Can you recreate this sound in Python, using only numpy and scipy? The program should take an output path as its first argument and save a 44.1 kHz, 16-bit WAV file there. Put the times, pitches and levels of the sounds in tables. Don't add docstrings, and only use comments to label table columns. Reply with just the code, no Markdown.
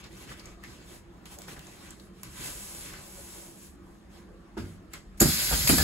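import sys
import numpy as np
from scipy import signal
from scipy.fft import rfft, irfft, next_fast_len
from scipy.io import wavfile
from scipy.ndimage import uniform_filter1d

SR = 44100
rng = np.random.default_rng(int(sys.argv[2]) if len(sys.argv) > 2 else 0)


def voltage_ratio(level):
    return 10 ** (np.asarray(level, float) / 20)


def dump(signal):
    limited = np.clip(np.atleast_2d(signal).T, -1, 1)
    pcm = np.round(limited * 32767).astype(np.int16)
    wavfile.write(sys.argv[1], SR, pcm)


N = 257103

# frequency_hz, density_db
FILM_SPECTRUM = [(700, -3), (2000, -2.5), (3500, -2.5), (5500, -1), (7500, 2.5), (9500, 6), (12000, -1.5),
                 (16000, -9)]
SLEEVE_SPECTRUM = [(300, 15.5), (600, 0), (1200, 6.5), (2200, 6.5), (4000, 3.5), (8000, -4.5), (16000, -50)]
DRAG_SPECTRUM = [(200, -55), (350, 3.5), (550, 0), (800, 3.5), (1500, -12), (16000, -23)]
# middle_s, half_length_s, fizz_db, scrape_db
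SWEEPS = [(.002, 0.018, -58, -55), (0.053, 0.034, -72, -52), (0.143, 0.051, -62.5, -58),
          (0.195, 0.038, -56, -58.5), (0.232, 0.038, -57, -53.5), (0.312, 0.04, -55.5, -48.5),
          (0.39, 0.037, -62, -54), (0.454, 0.048, -67, -57), (0.499, 0.059, -67, -58),
          (0.71, 0.087, -61.5, -54), (0.823, 0.053, -68, -57), (0.928, 0.071, -56, -55.5),
          (1.334, 0.033, -52.5, -55), (1.4, 0.037, -60, -60), (1.444, 0.022, -59, -57.5),
          (1.513, 0.041, -53, -50), (1.712, 0.18, -59, -57.5), (1.85, 0.046, -59, -56.5),
          (1.903, 0.063, -63.5, -54.5), (2.025, 0.066, -64.5, -72), (2.22, 0.076, -65.5, -64.5),
          (2.441, 0.084, -55, -46.5), (2.915, 0.11, -65, -49.5), (3.636, 0.071, -55, -80),
          (3.918, 0.11, -72, -88), (4.17, 0.065, -66, -61.5), (4.7, 0.065, -63, -73),
          (4.945, 0.03, -63.5, -59.5), (5.182, .008, -56, -68)]
# start_s, fizz_db, scrape_db, t60_s
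JOLTS = [
    (0.636, -71, -47, 0.14),
    (1.255, -54, -51, 0.28),
    (2.234, -61, -52.5, 0.96),
    (4.573, -55.5, -48.5, 0.49),
    (4.936, -52.5, -44, 0.24),
]
# time_s, speed_db
PULL = [
    (2.26, -63.5),
    (2.46, -40.5),
    (2.53, -45),
    (2.86, -47),
    (2.96, -56),
    (3.05, -52),
    (3.4, -49.5),
    (3.55, -58),
    (3.76, -70),
]
# middle_s, half_length_s, level_db
BUNDLE_DRAGS = [(0.239, 0.017, -46), (0.957, 0.024, -51), (1.15, 0.066, -62), (1.335, 0.17, -52),
                (1.488, 0.013, -38.5), (1.592, 0.04, -44.5), (1.753, 0.12, -54), (0.08, 0.043, -53),
                (1.95, .04, -64), (2.693, 0.1, -63), (3.0, 0.1, -49.5), (3.25, 0.25, -50),
                (4.15, 0.046, -56.5), (4.3, 0.088, -75)]
# shared_delay_ms, own_delay_ms, level_db
ECHOES = [(1.901, 2.6, -10), (4.3, 3.7, -9), (7.106, 8.3, -8.5), (11.28, 9.9, -9.5), (15.81, 17.2, -9.5),
          (22.48, 20.6, -11.5)]

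# frequency_hz, density_db
CRACK_SPECTRUM = [(300, 6), (1000, 3.5), (3000, 0), (7000, 7.5), (12000, 1.5), (17000, 0.5)]
# start_s, crack_db, ring_db, pitch_hz
SNAPS = [(.041, -44, -43, 4370), (.130, -46, -63, 6030), (.317, -46, -43, 1600),
         (0.395, -53, -40.5, 4580), (.4575, -37.5, -46, 6500), (1.3876, -35, -46, 11000),
         (1.4189, -33.5, -45, 7400), (1.256, -42, -45, 2920), (1.482, -40, -39.5, 1730),
         (1.498, -47, -55, 3520), (1.512, -42, -60, 1510), (1.564, -45, -43.5, 1600),
         (1.593, -36.5, -47, 2840), (1.669, -54, -42.5, 7100), (1.906, -45, -36, 7860),
         (1.998, -45, -46.5, 4230), (2.233, -31, -33, 10900), (2.936, -38, -40, 1680),
         (5.683, -25, -15.5, 10900)]
# start_s, crack_db, ring_db, pitch_hz, sharpness_q
CLINKS_AND_CREASES = [(0.638, -39, -42.5, 1930, 18), (.647, -62, -49, 1990, 27), (4.573, -58, -45.5, 1445, 45),
                      (4.569, -62, -35.5, 351, 11.5), (4.572, -61, -45.5, 915, 26), (4.597, -70, -41.5, 94.8, 33),
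                      (4.935, -32.5, -44, 2100, 18), (4.938, -31.5, -41, 1320, 11), (5.202, -35, -22, 7400, 29),
                      (5.2037, -36, -13.5, 7030, 67), (5.214, -38, -23, 7200, 31), (5.212, -40, -21, 1410, 6.8),
                      (5.214, -33, -25, 590, 15), (5.22, -60, -27, 270, 5.1), (5.696, -50, -27, 390, 5),
                      (4.578, -70, -39, 183, 7.5), (4.597, -70, -39, 330, 8), (5.692, -23, -28, 1450, 5),
                      (5.6735, -26, -27, 3300, 3), (5.7358, -60, -20.5, 240, 2.6), (5.782, -18, -35, 1710, 400),
                      (2.2325, -50, -43.5, 970, 2.2),
                      (0.292, -60, -45, 1800, 5), (0.3007, -55, -45, 1600, 3), (0.306, -60, -48, 1900, 5),
           (0.3135, -58, -41, 1250, 4), (0.322, -56, -48, 2500, 4), (0.643, -60, -49, 1900, 12),
           (0.650, -60, -47, 2300, 8), (1.4265, -50, -52, 6800, 4), (1.388, -60, -46, 15200, 8),
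           (2.86, -60, -48, 1900, 4), (2.90, -60, -49, 1500, 4), (2.955, -60, -49, 2000, 4),
           (4.573, -70, -46, 700, 22), (4.575, -70, -49, 1620, 40), (4.578, -70, -49, 1305, 35),
           (4.574, -70, -38, 298, 14), (4.64, -70, -43, 301, 14), (5.222, -60, -31, 4800, 30),
           (5.243, -60, -32, 4800, 25), (5.694, -50, -24, 3050, 8.6), (5.676, -60, -30, 2460, 20),
           (5.698, -62, -29, 750, 5.4), (5.6735, -30, -23, 7000, 2.5), (5.6735, -50, -29, 2100, 12),
           (0.637, -46, -42, 1950, 9), (4.581, -70, -39, 180, 9), (4.662, -70, -45, 330, 12),
           (5.2225, -60, -24, 290, 5), (2.925, -60, -47, 1150, 4), (4.70, -70, -49, 190, 10),
           (5.673, -22, -24, 4400, 3), (0.6315, -60, -49, 1800, 4), (5.648, -70, -33, 105, 5),
           (5.195, -50, -48, 5900, 6), (5.784, -40, -28, 4800, 12), (5.703, -40, -27, 4000, 4)]

# frequency_hz, density_db
JET_SPECTRUM = [(300, -16.5), (900, -14.5), (1600, -8.5), (3000, -10), (4500, -2.5), (6000, -8),
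                (9000, -7.5), (12000, -3.5), (13500, -17), (16000, -8)]
BURST_SPECTRUM = [(300, -12), (1500, -4.5), (2300, 1), (3400, -8), (4800, 2.5), (5700, -19), (7000, 1),
                  (12000, 1.5), (13500, -8), (16000, -6.5)]
# pitch_hz, width_hz, level_db
MUFFLER_MODES = [(2420, 120, -7.5), (3500, 98, -34), (4450, 170, -19), (5000, 1100, 3), (6240, 150, -11),
                 (6570, 190, -9), (7140, 250, 1), (8440, 590, -0.5), (10340, 480, 0), (11390, 160, -3),
                 (12600, 170, -13)]
# centre_hz, width_hz, depth (0-1)
MUFFLER_GAPS = [(3370, 450, 1), (5600, 500, .85), (3000, 1100, .55)]
# start_s, burst_db, t60_s, muffler_ring (0-1)
VALVES = [
    (5.199, -27, 0.14, 0.1),
    (5.201, -19.5, 0.18, 0.1),
    (5.215, -22.5, 0.14, 0.97),
    (5.6743, -18, 0.1, 0),
    (5.69, -19.5, 0.24, 0.3),
    (5.782, -19.5, 0.065, 0),
]
# start_s, flow_db, rise_s, sag_db_per_s
PORTS = [
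    (5.199, -27.5, .045, -3),
    (5.68, -29, 0.014, -15),
]

# start_s, force_db, height (0 legs, 1 table, 2 long beams, 3 short beams), clamp_db
BLOWS = [(1.49, -47, 1.1, -59), (1.576, -40.5, 1.05, -50), (4.568, -28, 4.8, -44), (4.582, -37.5, 2.5, -41),
         (4.578, -36, 1.2, -70), (4.594, -34, 1.37, -70), (4.601, -41, 3.3, -62), (4.633, -39, 0.74, -65),
         (4.664, -44, 0.82, -64), (5.21, -23.5, 3.57, -28.5), (5.219, -19, 2.25, -33),
         (5.235, -22.5, 0.68, -43), (5.256, -18, 1.51, -31.5), (5.266, -23, 0.84, -51),
         (5.291, -43, 0.76, -37), (5.512, -33, 0.99, -31), (5.525, -32, 0.99, -27.5),
         (5.537, -27.5, 0.87, -31.5), (5.583, -34, 0.83, -38), (5.61, -39.5, 0.47, -44),
         (5.64, -34.5, 0.27, -52), (5.694, -24.5, 1.36, -21), (5.698, -21, 2.33, -28),
         (5.71, -24, 0.22, -52), (5.724, -23, 2.05, -44), (5.726, -29.5, .1, -60), (5.737, -38, 2.5, -34),
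         (5.782, -36, 0.65, -27.5), (5.800, -25, 1.0, -29.5), (5.802, -37, 4.5, -60)]
# time_s, rumble_db
TRAVEL = [
    (5.199, -51),
    (5.3, -62),
    (5.4, -52),
    (5.5, -37.5),
    (5.6, -43.5),
    (5.67, -59),
    (5.72, -44.5),
    (5.78, -42),
    (5.83, -27.5),
]
# pitch_hz, level_db, t60_s
LEG_MODES = [(60.5, 7, 0.095), (76.7, 4, 0.14), (99, -8, 0.26)]
TABLE_MODES = [(153.3, -5, 0.23), (171.6, -5, 0.27)]
LONG_BEAM_MODES = [(226.5, -3.5, 0.13), (259, 5, 0.044)]
SHORT_BEAM_MODES = [(300.6, 4, 0.08), (342.4, 9, 0.12), (405, -5, 0.16), (526, -13, 0.032)]
CLAMP_MODES = [(590, 1.5, 0.015), (774, 4.5, 0.017), (920, -4.5, 0.045), (1264, 5, 0.022),
               (1395, -3.5, 0.06), (1600, -3.5, 0.071), (1710, -19, 0.24), (2000, -21, 0.12),
               (2040, -33, 0.09), (2430, -21, 0.14)]

# frequency_hz, t60_s
WALLS = [(100, 0.43), (500, 0.22), (2000, 0.32), (8000, 0.35), (16000, 0.053)]
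# frequency_hz, density_db
SHOP_SPECTRUM = [(12, -23), (20, 9.5), (187, -12), (301, -7), (347, -9.5), (399, -10.5), (873, -17.5),
                 (1150, -13.5), (2080, -29.5), (7110, -78), (9140, -31), (10800, -90), (16000, -72)]
# pitch_hz, width_hz, level_db
DRONES = [(58.6, 21.5, -57), (189.2, 22.4, -56.5), (339.9, 10.5, -60.5), (1780, 160, -73)]

# frequency_hz, correlation (0-1)
PORT_LIKENESS = [(60, .9), (300, .86), (700, .5), (2000, .2), (5500, .25), (6800, .85), (8000, .7),
                 (8850, .98), (9250, .999), (9600, .97), (10300, .66), (11400, .9), (12500, .58),
                 (13200, .96), (13600, .995), (14100, .9), (14800, .55), (15700, .92)]
# frequency_hz, left_minus_right_db
PORT_BALANCE = [(60, -0.5), (300, -2), (700, 0), (3000, 1), (8000, 0)]
# frequency_hz, gain_db
MIC_RESPONSE = [(15, -36), (30, -7), (45, 0)]


def rustle():
    crackle = voltage_ratio(3.4 * np.minimum(rng.exponential(1, N), 5)) * (rng.random(N) < 700 / SR)
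    crackle = signal.lfilter([1], [1, -.9], crackle) * rng.standard_normal((2, N))
    fizz = noise(FILM_SPECTRUM, patchy_db=0.3, flicker_db=0.2) + 0.42 * evened(colour(crackle, FILM_SPECTRUM))
    scrape = noise(SLEEVE_SPECTRUM, patchy_db=2.5, flicker_db=0.5)
    drag = noise(DRAG_SPECTRUM, patchy_db=3.5, flicker_db=1.5)

    film, sleeve = handling()
    pull = track(PULL, column=1) ** 2
    bundle = sum(voltage_ratio(db) ** 2 * swell(s, half) for s, half, db in BUNDLE_DRAGS)
    wander = uniform_filter1d(uniform_filter1d(rng.standard_normal(N), size=1200), size=1200)
    lumps = voltage_ratio(1.5 * evened(wander))
    table_gain = lumps * np.sqrt(voltage_ratio(-19.5) ** 2 * sleeve + voltage_ratio(-11.5) ** 2 * pull + bundle)
    fizz_gain = np.sqrt(film + pull)
    scrape_gain = np.sqrt(sleeve + voltage_ratio(-18.5) ** 2 * pull)
    return (voltage_ratio(2.5) * fizz_gain * bounced(fizz)
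            + voltage_ratio(3.5) * scrape_gain * bounced(scrape)
            + voltage_ratio(-6.5) * table_gain * bounced(drag))


def handling():
    power = voltage_ratio([[-78.5], [-70]]) ** 2
    for s, half, fizz_db, scrape_db in SWEEPS:
        power = power + voltage_ratio([[fizz_db], [scrape_db]]) ** 2 * swell(s, half)
    for s, fizz_db, scrape_db, t60 in JOLTS:
        power = power + (voltage_ratio([[fizz_db], [scrape_db]]) * burst(s, t60, rise=0.0031)) ** 2
    return power


def swell(s, half):
    t = np.arange(0, N, 32) / SR
    bell = np.exp(-2 * abs((t - s) / half) ** 2.33)
    return np.repeat(bell, 32)[:N]


def bounced(x):
    taps = np.zeros((2, SR // 30))
    taps[:, 0] = 1
    for k, (*ms, db) in enumerate(ECHOES):
        taps[[0, 1], np.round(np.array(ms) * SR / 1000).astype(int)] += (-1) ** k * voltage_ratio(db)
    return signal.oaconvolve(x, taps / np.linalg.norm(taps[0]), axes=1)[:, :x.shape[1]]


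def ticks():
    rows = [(*row, 4.3, 0.058 * (3000 / row[-1]) ** 0.68) for row in SNAPS]
    rows += [(*row, 0.055 + 1.7 * row[4] / row[3]) for row in CLINKS_AND_CREASES]
    length = 9000
    out = np.zeros((2, N + length))
    spray = rng.standard_normal((40, 2, length))
    t = np.arange(length) / SR
    for (s, crack_db, ring_db, hz, sharp, t60), hiss in zip(rows, [*spray, *spray[:, ::-1]]):
        crack = evened(colour(hiss, CRACK_SPECTRUM)) * voltage_ratio(crack_db - 60 * t / .007)
        struck = np.sin(2 * np.pi * hz * t + [[0], [np.pi / 2]]) * np.exp(-np.pi * hz / sharp * t)
        scuff = evened(resonate(hiss, hz, hz / min(sharp, 12))) * voltage_ratio(-60 * t / t60)
        rise = 1 - np.exp(-t / 0.00084)
        start = round(s * SR)
        out[:, start:start + length] += crack + voltage_ratio(ring_db) * rise * (2.17 * struck + 0.79 * scuff)
    return out[:, :N]


def air():
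    jet = noise(JET_SPECTRUM, patchy_db=2.0, flicker_db=0.9, size=256, count=SR)
    blast = noise(BURST_SPECTRUM, patchy_db=4.0, flicker_db=0.0, size=256, count=SR)
    for hz, width, depth in MUFFLER_GAPS:
        blast = blast - depth * resonate(blast, hz, width)
    white = rng.standard_normal((2, SR))
    rings = evened(sum(voltage_ratio(db) * resonate(white, hz, width) / np.sqrt(width) for hz, width, db in MUFFLER_MODES))
    steady = flow() * bounced(jet + 0.63 * rings)
    pops = sum(voltage_ratio(db) * burst(s, t60, rise=t60 / 120)[-SR:] * (blast + ring * rings)
               for s, db, t60, ring in VALVES)
    return np.pad(steady + pops, ((0, 0), (N - SR, 0)))


def flow():
    now = np.arange(N - SR, N) / SR
    power = 0
    for s, db, rise, sag_db in PORTS:
        t = np.maximum(now - s, 0)
        opening = 1 - np.exp(-(t / rise) ** 2)
        power = power + (opening * voltage_ratio(db + sag_db * t)) ** 2
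    return np.sqrt(power)


def frame():
    out, t, blows = np.zeros((2, N)), np.arange(SR // 2) / SR, np.array(BLOWS)
    push = burst(0, 0.0023, rise=0.00038)[:SR // 10]
    rattle = burst(0, 0.042, rise=0.00075)[:SR // 10]
    travel = track(TRAVEL, column=1)
    at = np.round(blows[:, 0] * SR).astype(int)
    reach_db = [blows[:, 1] - 13.5 * (blows[:, 2] - height) ** 2 for height in range(4)] + [blows[:, 3]]
    families = [(LEG_MODES, .4), (TABLE_MODES, .35), (LONG_BEAM_MODES, .12), (SHORT_BEAM_MODES, .1),
                (CLAMP_MODES, .03)]
    for force_db, (modes, sliding) in zip(reach_db, families):
        force = np.bincount(at, voltage_ratio(force_db), N)
        rough = 0.89 * signal.oaconvolve(force, rattle)[:N] + sliding * travel
        shake = rough * rng.standard_normal((2, N))
        solid = 1.31 * signal.oaconvolve(force, push)[:N]
        drive = shake + [solid, np.roll(solid, 40)]
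        ring = sum(voltage_ratio(db - 60 * t / t60) * np.sin(2 * np.pi * hz * t) for hz, db, t60 in modes)
        out += signal.oaconvolve(drive, ring[None], axes=1)[:, :N]
    return voltage_ratio(-22.5) * out


def room(x):
    taps = np.zeros((2, SR // 2))
    at = np.arange(300, SR // 2 - 20, 20) + rng.integers(0, 20, (2, (SR // 2 - 301) // 20))
    np.put_along_axis(taps, at, rng.choice([-1., 1.], at.shape), 1)
    hz, t, z = signal.stft(taps, SR, nperseg=256)
    tail = signal.istft(z * voltage_ratio(-60 * t / read(WALLS, hz)[:, None]), SR, nperseg=256)[1]
    return signal.oaconvolve(x, tail / np.linalg.norm(tail[0]), axes=1)[:, :N]


def shop():
    drones = sum(voltage_ratio(db) * evened(resonate(rng.standard_normal((2, N)), hz, width)) for hz, width, db in DRONES)
    return voltage_ratio(-52.5) * noise(SHOP_SPECTRUM, patchy_db=3.0, flicker_db=1.0, size=2048) + drones


def evened(x):
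    return x / np.sqrt(np.mean(x ** 2) + 1e-20)


def read(points, hz):
    f, value = np.transpose(points)
    return np.interp(np.log(hz + 1), np.log(f + 1), value)


def track(rows, column):
    rows = np.array(rows)
    return voltage_ratio(np.interp(np.arange(N) / SR, rows[:, 0], rows[:, column], left=-150, right=-150))


def colour(x, points):
    size = next_fast_len(x.shape[-1])
    gain = voltage_ratio(read(points, np.fft.rfftfreq(size, 1 / SR)))
    return irfft(rfft(x, size) * gain, size)[..., :x.shape[-1]]


def resonate(x, hz, width):
    return signal.lfilter(*signal.iirpeak(hz, hz / width, SR), x)


def noise(points, patchy_db, flicker_db, size=512, count=N):
    frames, hz = 4 * count // size + 5, np.fft.rfftfreq(size, 1 / SR)
    a, b, c, d, patches = rng.standard_normal((frames, len(hz), 5)).T
    patches = evened(uniform_filter1d(uniform_filter1d(patches, size=8, axis=0), size=12, axis=1))
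    flicker = evened(uniform_filter1d(rng.standard_normal(frames), size=4))
    level_db = read(points, hz)[:, None] + patchy_db * patches + flicker_db * flicker
    z = np.array([a + 1j * b, c + 1j * d]) * voltage_ratio(level_db)
    return evened(signal.istft(z, nperseg=size, noverlap=3 * size // 4)[1][:, :count])


def burst(s, t60, rise):
    out, start = np.zeros(N), round(s * SR)
    t = np.arange(N - start)[:SR // 2] / SR
    out[start:start + len(t)] = (1 - np.exp(-t / rise)) * voltage_ratio(-60 * t / t60)
    return out


def scene():
    near = ticks() + air() + frame()
    return near + voltage_ratio(-9) * room(near) + rustle() + shop()


def low_pass(x):
    return signal.sosfilt(signal.butter(12, 17080, fs=SR, output="sos"), x)


def record(dry):
    size = next_fast_len(N + SR // 2)
    hz = np.fft.rfftfreq(size, 1 / SR)
    edge_db = -62 / (1 + np.exp(np.minimum((15880 - hz) / 60, 50)))
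    shared, own = rfft(dry, size) * voltage_ratio(read(MIC_RESPONSE, hz) + edge_db)
    same = read(PORT_LIKENESS, hz)
    tilt = voltage_ratio(read(PORT_BALANCE, hz) / 2)
    lead = 2 * np.pi * np.maximum(hz - 2610, 0) / 4410 - 0.77 * np.exp(-((hz - 900) / 600) ** 2)
    left = shared * tilt
    right = (same * shared + np.sqrt(1 - same ** 2) * own) * np.exp(1j * lead) / tilt
    mix = irfft(np.array([left, right]), size)[:, :N]
    return low_pass(mix)


dry = scene()
out = record(dry)
dump(out)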